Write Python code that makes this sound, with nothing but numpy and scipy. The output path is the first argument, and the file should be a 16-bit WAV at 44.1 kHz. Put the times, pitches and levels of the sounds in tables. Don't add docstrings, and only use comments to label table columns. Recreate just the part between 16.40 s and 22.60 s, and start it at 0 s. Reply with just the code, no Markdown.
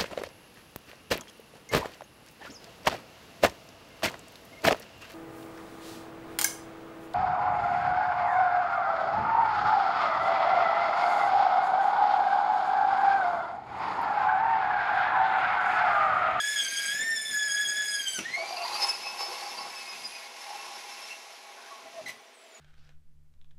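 import sys
import numpy as np
from scipy import signal
from scipy.fft import rfft, irfft
from scipy.io import wavfile
from scipy.ndimage import uniform_filter1d, map_coordinates

SR = 44100
rng = np.random.default_rng(int(sys.argv[2]) if len(sys.argv) > 2 else 0)


def persist_wave(psi):
    counts = np.round(np.clip(psi, -1, 1) * 32767).astype(np.int16)
    wavfile.write(sys.argv[1], SR, np.atleast_2d(counts).T)


N = 273417
T = np.arange(N) / SR
TOP_HZ = 15650
RELEASE_S = 5.1


def undb(db):
    return 10 ** (np.asarray(db) / 20)


def unit(x):
    return x / np.sqrt(np.mean(x ** 2))


def curves(*tables):
    s, *columns = np.vstack(tables).T
    return [np.interp(T, s, c) for c in columns]


def swells(table):
    return sum(np.outer(lifts, np.exp(-(2 * (T - s) / length) ** 2)) for s, length, *lifts in table)


def gain_at(hz, points):
    f, db = np.transpose(points)
    return undb(np.interp(np.log(hz + 1), np.log(f), db))


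def colour(x, points):
    gain = gain_at(np.fft.rfftfreq(N, 1 / SR), points)
    return unit(irfft(rfft(x) * gain, N))


def ring(x, modes):
    out = 0
    for k, (hz, width, db) in enumerate(modes):
        mode = signal.lfilter(*signal.iirpeak(hz, hz / width, SR), x)
        out = out + (-1) ** k * undb(db) * mode
    return unit(out)


def walk(rate):
    return unit(map_coordinates(rng.standard_normal(8192), [T * rate], order=2, mode="wrap"))


def catches(rate, decay_s):
    kicks = (rng.random(N) < rate / SR) * rng.random(N)
    force = signal.lfilter([1], [1, -np.exp(-1 / (decay_s * SR))], kicks)
    return unit(force - force.mean())


def waver(x, share, rate):
    bend = share * walk(rate)
    lag = signal.lfilter([1], [1, -np.exp(-1 / SR)], bend)
    return map_coordinates(x, [T * SR + lag], order=3, mode="mirror")


def basement(x, wet_db):
    t60_s, treble_t60_s = 0.31, 0.22
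    t = T[:SR // 2]
    noise = rng.standard_normal(len(t))
    low = signal.sosfilt(signal.butter(2, 3500, fs=SR, output="sos"), noise)
    tail = low * undb(-60 * t / t60_s) + (noise - low) * undb(-60 * t / treble_t60_s)
    tail *= t > .003
    wet = signal.fftconvolve(x, tail / np.linalg.norm(tail))[:N]
    return (x + undb(wet_db) * wet) / np.hypot(1, undb(wet_db))


# frequency in Hz, relative level in dB.
ROOM_TONE_SPECTRUM = [(25, -57), (160, -25), (195, -25), (235, -0.5), (310, -9), (400, 4), (560, -0.5),
                      (620, 1.5), (665, 12), (740, -1.5), (1200, -4), (2400, -2.5), (4000, -7),
                      (15000, -30)]


def room_tone():
    level_db = -55 + 0.99 * walk(7.3)
    return undb(level_db) * colour(rng.standard_normal(N), ROOM_TONE_SPECTRUM)


# start in seconds, length in seconds until the fade,
# start pitch in Hz, end pitch in Hz, relative level in dB, overtone slope in dB per octave,
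# roughness (0 pure, 1 ragged, 2 a scrape).
GROOVE_SQUEALS = [(0.622, 0.017, 2220, 2190, -41, -24, 0.87), (1.935, 0.027, 2085, 2152, -29, -14, 0.3),
                  (1.962, 0.077, 671, 668, -39, -39, 1.3), (2.105, 0.036, 682, 735, -36.5, -29, 1.13),
                  (2.172, 0.07, 696.5, 693, -39, -29, 0.9), (2.17, 0.068, 2730, 2654, -40.5, -25, 0.49),
                  (2.24, 0.13, 970, 1100, -39.5, -11, 2.05), (2.324, 0.026, 4114, 3994, -45, -25, 0.38),
                  (2.345, 0.02, 4670, 4800, -35, -25, 0.2), (2.483, 0.03, 7030, 7100, -49, -25, 0.1),
                  (3.42, 0.46, 2150, 2170, -54.5, -28, 0.29), (4.065, 0.1, 803, 836.5, -42.5, -26, 1.02),
                  (4.705, 0.027, 2663, 2710, -40.5, -14, 0.2), (5.17, 0.12, 1553, 1540, -55.5, -25, 1.7),
                  (5.304, 0.0407, 1122, 1086, -47.5, -32, 0.74), (5.452, 0.03, 642, 667, -50, -32, 0.7),
                  (5.53, 0.035, 682, 667, -51.5, -32, 0.68), (5.563, 0.049, 674.4, 645, -42, -37, 0.75),
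                  (5.66, 0.019, 2057, 2002, -38, -11, 0.62), (5.682, 0.0053, 2168, 2197, -41, -5, 0.37),
                  (5.692, 0.0064, 2010, 2032, -36.5, -11, 0.29), (5.68, 0.028, 2016, 1983, -49, -1.5, 0.25)]


def squeals(build_cycles=3, flutter_db=4):
    wander_share = 0.045
    out = np.zeros(N)
    for s, length, start_hz, end_hz, db, step_db, rough in GROOVE_SQUEALS:
        edge = build_cycles / start_hz
        span = (T > s) & (T < s + length + edge)
        t = T[span] - s
        glide_hz = np.interp(t, [0, length], [start_hz, end_hz])
        hz = glide_hz * (1 + wander_share * rough * walk(500)[span])
        phase = 2 * np.pi * np.cumsum(hz) / SR
        harmonics = [k for k in range(1, 7) if k * start_hz < TOP_HZ]
        tone = sum(undb(step_db * np.log2(k)) * np.sin(k * phase) for k in harmonics)
        flutter = undb(flutter_db * rough * np.tanh(walk(170)[span]))
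        gate = np.clip(np.minimum(t, length + edge - t) / edge, 0, 1)
        out[span] += undb(db) * gate * unit(tone * flutter)
    return out


# start in seconds, relative thump level in dB,
# relative crack level in dB, time to fall by 60 dB in seconds.
TOOTH_SNAGS = [(0.622, -44.5, -57, 0.082), (0.91, -49, -50, 0.1), (1.784, -36.5, -53, 0.15),
               (1.789, -42, -25, 0.032), (1.806, -44, -41, 0.079), (5.445, -61, -59, 0.14),
               (5.675, -64, -51, 0.16)]


def snags():
    thump, crack = np.zeros(N), np.zeros(N)
    for s, thump_db, crack_db, decay in TOOTH_SNAGS:
        attack = np.clip((T - s) / 0.00056, 0, 1)
        fade = attack * np.exp(-np.log(1000) * np.abs(T - s) / decay)
        thump += undb(thump_db) * fade
        crack += undb(crack_db) * fade
    cabinet_modes = [(118, 67, -2.0), (164, 14, 11.5), (285.0, 230, 11.0)]
    steel_modes = [(1300.0, 31, 20.0), (2640, 190, 17), (5870, 140, 10),
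                   (6760, 53, 8), (10900, 2000, -12.5)]
    low = ring(rng.standard_normal(N), cabinet_modes)
    high = ring(rng.standard_normal(N), steel_modes)
    return thump * low + crack * high


def teeth(hz, wobble_db, bite_db, catch_db, grain_db):
    phase = 2 * np.pi * np.cumsum(hz) / SR
    rim = np.sin(phase / 70 + walk(10)) + np.sin(phase / 35 + walk(10))
    passing = np.sin(phase / 7 + walk(25))
    caught = np.minimum(catches(110, 0.033), 2.5)
    force_db = wobble_db * rim + bite_db * passing + catch_db * caught
    return rng.standard_normal(N) * undb(force_db + grain_db * rng.standard_normal(N))


# door ring in dB as given to the saw, judder in dB per unit of catching force.
JUDDER_DEPTH = [(-58.5, 0.6), (-45, 2.0)]


def judder(door_db):
    return np.interp(door_db, *np.transpose(JUDDER_DEPTH)) * np.minimum(catches(60, 0.013), 2.2)


# frequency in Hz, width in Hz, relative level in dB.
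DOOR_MODES = [(379, 31, -7.5), (474, 34, -5), (656, 200, -5.5), (760, 62, 2.5), (805, 28.3, 7.5),
              (850, 55, 4), (952, 68, 1), (1079.4, 66, 3.5)]


def door_ring(hz):
    door = ring(teeth(hz, wobble_db=1.0, bite_db=-1.0, catch_db=0.33, grain_db=1.5), DOOR_MODES)
    return colour(door, [(100, -7), (350, 1.0), (1120, 1.0), (1500, 13.5), (5000, -49)])


# frequency in Hz, relative level in dB.
SCRAPE_SPECTRUM = [(300, -38), (900, -22), (1350, 0), (2200, 6), (3300, 3), (4500, 3), (6200, 2),
                   (8000, -9.5), (9300, -15), (10800, -26), (13000, -15.5), (15500, -76)]
# frequency in Hz, width in Hz, relative level in dB.
CUP_RESONANCES = [(2126, 29, 5.5), (2680, 55, 18.5), (4190, 630, -10.5), (4490, 270, 12), (5400, 2200, -21),
                  (6900, 62, -19), (10200, 993, 0), (11550, 930, -1)]


def tooth_scrape(chips):
    rim_db = np.interp(T, [1.8, 2.2, 5.8], [-3, 7.5, 5])
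    drag_db = np.interp(T, [1.6, 2.2], [5, -12])
    hiss = undb(9.0) * colour(chips, SCRAPE_SPECTRUM)
    cup = undb(rim_db) * ring(chips, CUP_RESONANCES)
    drag = undb(drag_db) * ring(chips, [(2227, 87, 0)])
    return hiss + cup + drag


def singing_gain():
    start_s, attack_s, end_s, release_s = 1.97, 0.11, 2.67, 0.037
    level_db, drop_db, fade_db_per_s = -45, -4, 11.5
    after = np.maximum(T - end_s, 0)
    db = level_db + drop_db * np.minimum(after / release_s, 1) - fade_db_per_s * after
    return np.clip((T - start_s) / attack_s, 0, 1) * undb(db)


# frequency in Hz, width in Hz, relative level in dB.
SINGING_MODES = [(4146, 134, -3.5), (4660, 78, 5), (4758, 53, 1.5)]


def cup_singing(chips, sing_db):
    grip = unit(undb(5.5 * np.minimum(walk(75), 1.2)))
    tone = waver(ring(chips, SINGING_MODES), share=0.01102, rate=55)
    return singing_gain() * undb(sing_db) * grip * tone


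# frequency in Hz, relative level in dB.
RUMBLE_SPECTRUM = [(25, -52), (45, -30), (75, -8), (120, -3), (160, 4), (230, 8.5), (330, -0.5),
                   (450, -1.5), (700, 4), (1500, -52)]


def cabinet_rumble(hz):
    shaking = teeth(hz, wobble_db=-4.0, bite_db=-12.0, catch_db=3.5, grain_db=2.5)
    return colour(shaking, RUMBLE_SPECTRUM)


def saw(hz, door_db, scrape_db, rumble_db, sing_db):
    judder_db = judder(door_db)
    chips = teeth(hz, wobble_db=0.63, bite_db=4.0, catch_db=1.04, grain_db=1.5)
    door = undb(door_db - 2.0 + judder_db) * door_ring(hz)
    scrape = undb(scrape_db + 0.063 * judder_db) * tooth_scrape(chips)
    rumble = undb(rumble_db - 1.0) * cabinet_rumble(hz)
    return door + scrape + cup_singing(chips, sing_db) + rumble


# frequency in Hz, relative level in dB.
HOUSING_SPECTRUM = [(3000, -8), (4900, 1), (6800, 2.5), (8500, -3), (10200, -5), (11700, -16),
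                    (13500, -19.5), (15500, -31)]


def overtones(phase, hz, upper_db, rough):
    bead_db, bead_rate = 6, 95
    odd_db = np.interp(T, [1.78, 1.9], [0, -13])
    coasting = np.clip(T - RELEASE_S, 0, 1)
    high = 0
    for k in range(3, 13):
        size = gain_at(k * hz, HOUSING_SPECTRUM) * (k * hz < TOP_HZ)
        flutter = uniform_filter1d(np.minimum(catches(90, 0.0039), 2.2), size=30)
        db = upper_db - 6.5 + k % 2 * odd_db
        db = db + bead_db * np.minimum(walk(bead_rate), 1) + 2.83 * flutter
        db = db + coasting * (np.interp(k, [4, 6], [-10, 2]) + 5 * np.tanh(walk(16)))
        high = high + undb(db) * size * np.sin(k * phase + 1.7 * rough * walk(170))
    return high


# frequency in Hz, relative level in dB.
RASP_SPECTRUM = [(3000, -19), (7500, -0.5), (9300, -13), (12800, -4), (14500, -20)]


def gear_rasp(upper_db, rough):
    db = upper_db - 16.5 + 2 * np.minimum(catches(110, 0.013), 2)
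    return rough * undb(db) * colour(rng.standard_normal(N), RASP_SPECTRUM)


def whine(hz, first_db, octave_db, upper_db, rough):
    turn = np.cumsum(hz) / SR / 48
    sway = 0.0064 * np.sin(2 * np.pi * turn + walk(9.96))
    speed = hz * (1 + rough * (0.00493 * walk(200) + sway))
    phase = 2 * np.pi * np.cumsum(speed) / SR + 0.047 * rough * walk(800)
    first_db = first_db + 3.0 * rough * np.minimum(walk(110), 1.2)
    octave_db = octave_db + 6 * np.minimum(walk(47.5), 1) - 2.0
    low = undb(first_db) * np.sin(phase)
    low += undb(octave_db) * np.sin(2 * phase + 1.12 * rough * walk(260))
    high = overtones(phase, hz, upper_db, rough) + gear_rasp(upper_db, rough)
    shake = np.sqrt(2) * (1 + undb(-15) * walk(600))
    return basement(low * shake, wet_db=-9.0) + basement(high * shake, wet_db=-2.0)


# frequency in Hz, half width in Hz, lift in dB.
DRILL_RESONANCES = [(1675, 76, 9.5), (1833, 66, 13), (1972, 127, 17.5), (2263, 90, 14.5), (2683, 70, -17),
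                    (3158, 28, 9.5), (3292, 71, 8), (3545, 75, 11), (3813, 242, -25), (5030, 540, 6)]


def drill_tone_db(tone_hz):
    lift_db = sum(db * np.exp(-((tone_hz - f) / width) ** 2) for f, width, db in DRILL_RESONANCES)
    return -5.5 + 2.6 * walk(40) + lift_db


# time in seconds, whine pitch in Hz.
SLOW_RUN = [(0, 1671), (0.14, 1716), (0.25, 1584), (0.42, 1642), (0.47, 1612), (0.65, 1809), (0.75, 1803),
            (0.775, 1746), (0.91, 1743), (0.93, 1697), (1.065, 1704), (1.09, 1651), (1.22, 1695),
            (1.26, 1658), (1.38, 1700), (1.545, 1667), (1.68, 1570), (1.76, 1558), (1.79, 1440)]
# time in seconds, whine pitch in Hz, relative whine level in dB.
FAST_RUN = [(1.805, 1425, -79), (1.86, 1841, -47), (1.93, 2090, -46.5), (2.06, 2358, -43.5),
            (2.2, 2400, -49), (2.34, 2560, -44), (2.49, 2596, -33), (2.59, 2575, -45.5), (2.8, 2621, -36),
            (3.04, 2640, -44), (3.24, 2636, -48.5), (3.42, 2594, -46), (3.53, 2520, -44.5),
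            (3.66, 2474, -43.5), (3.8, 2505, -55.5), (3.9, 2549, -59), (4.07, 2677, -57.5),
            (4.35, 2673, -52), (4.65, 2667, -55.5), (4.85, 2658, -59), (5.1, 2755, -77)]
# centre in seconds, length in seconds, lift in dB.
OVERTONE_FLARES = [(2.47, 0.29, 15), (3.36, 0.29, 17.5), (3.7, 0.18, 19.5)]
# centre in seconds,
# length in seconds, fundamental lift in dB, octave lift in dB.
TONE_LEVELS = [(0.155, 0.05, -7, 10), (0.715, 0.041, 1.5, 2), (0.85, 0.1, -6.5, 3), (1.09, 0.15, -3, 1),
               (1.25, 0.025, -2.5, -0.5), (1.59, 0.039, -4, -1), (1.69, 0.16, -11, 0), (1.77, 0.056, 2, 5),
               (1.915, 0.036, -6, 8), (2.595, 0.042, -16, -6), (2.675, 0.068, 11.5, -1),
               (2.735, 0.065, 3, -14), (3.2, 0.075, -15, 12), (3.38, 0.079, 9, 3), (3.585, 0.061, -12, -17),
               (3.655, .05, -13, 10), (3.765, 0.022, 16.5, 4), (4.2, 0.16, 26, -4), (4.62, 0.16, 21, 4.5)]


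def drill(scrape_db):
    slow_whine_db = -36.5
    hz, level_db = curves([(s, pitch, slow_whine_db) for s, pitch in SLOW_RUN], FAST_RUN)
    coasted = np.maximum(T - RELEASE_S, 0)
    hz = np.where(T < RELEASE_S, hz, 2700 * np.exp(-coasted / 1.235))
    fast = np.interp(T, [SLOW_RUN[-1][0], FAST_RUN[1][0]], [0, 1])
    driven = np.maximum(1 - coasted / 0.71, 0)
    first_lift, octave_lift = swells(TONE_LEVELS)
    first_db = level_db + drill_tone_db(hz) + first_lift
    octave_db = level_db + drill_tone_db(2 * hz) + octave_lift
    upper_db = level_db - 1 - 16 * fast * driven + 14 * (1 - driven) + swells(OVERTONE_FLARES)[0]
    rough = np.clip((0.72 * (1 - fast) + 0.17 * fast) * undb(scrape_db + 54), 0, 1)
    return hz, whine(hz, first_db, octave_db, upper_db, rough)


# time in seconds, then relative levels in dB of
CUT_PROGRESS = [(0, -63, -52, -61.5), (0.45, -61.5, -51, -57.5), (0.7, -63.5, -58.5, -60),
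                (1.6, -62, -57, -62), (1.85, -60, -53.5, -56.5), (1.98, -43.5, -54.5, -64),
                (2.48, -38, -51, -64), (3.7, -49, -55.5, -64.5), (3.92, -50, -58, -75),
                (4.25, -44, -54.5, -74), (4.75, -52, -56.5, -75), (5.0, -53.5, -61.5, -83),
                (5.38, -51.5, -62.5, -79), (5.7, -56, -62.5, -53), (5.86, -60.5, -72, -87),
                (6.2, -92, -75, -85)]
# centre in seconds,
# length in seconds, door lift in dB, scrape lift in dB, cup singing lift in dB.
SAW_BITES = [(2.26, 0.031, -1, -0.5, 6), (2.35, 0.071, 1, 3.5, 8.5), (2.43, 0.044, 5.5, 6.5, 8),
             (2.49, 0.036, 3, 3.5, 6), (2.6, 0.17, -4, -0.5, -2), (2.81, 0.02, 7.5, 4, -6),
             (2.9, 0.11, 3, 0.5, 4.5), (3.12, 0.15, 2, -0.5, 7), (3.22, 0.099, 4.5, 0, 5),
             (5.69, 0.039, 5, 10.5, 0)]


def scene():
    door_db, scrape_db, rumble_db = curves(CUT_PROGRESS)
    door_lift, scrape_lift, sing_lift = swells(SAW_BITES)
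    door_db, scrape_db = door_db + door_lift, scrape_db + scrape_lift
    hz, motor = drill(scrape_db)
    cutting = basement(saw(hz, door_db, scrape_db, rumble_db, sing_lift), wet_db=-5.5)
    catching = basement(snags() + squeals(), wet_db=-8.0)
    return (room_tone() + catching + cutting + motor)[None]


def record(dry):
    dry = signal.sosfilt(signal.butter(3, 55, "high", fs=SR, output="sos"), dry)
    return signal.sosfilt(signal.ellip(10, .2, 80, TOP_HZ, fs=SR, output="sos"), dry)


dry = scene()
out = record(dry)
persist_wave(out)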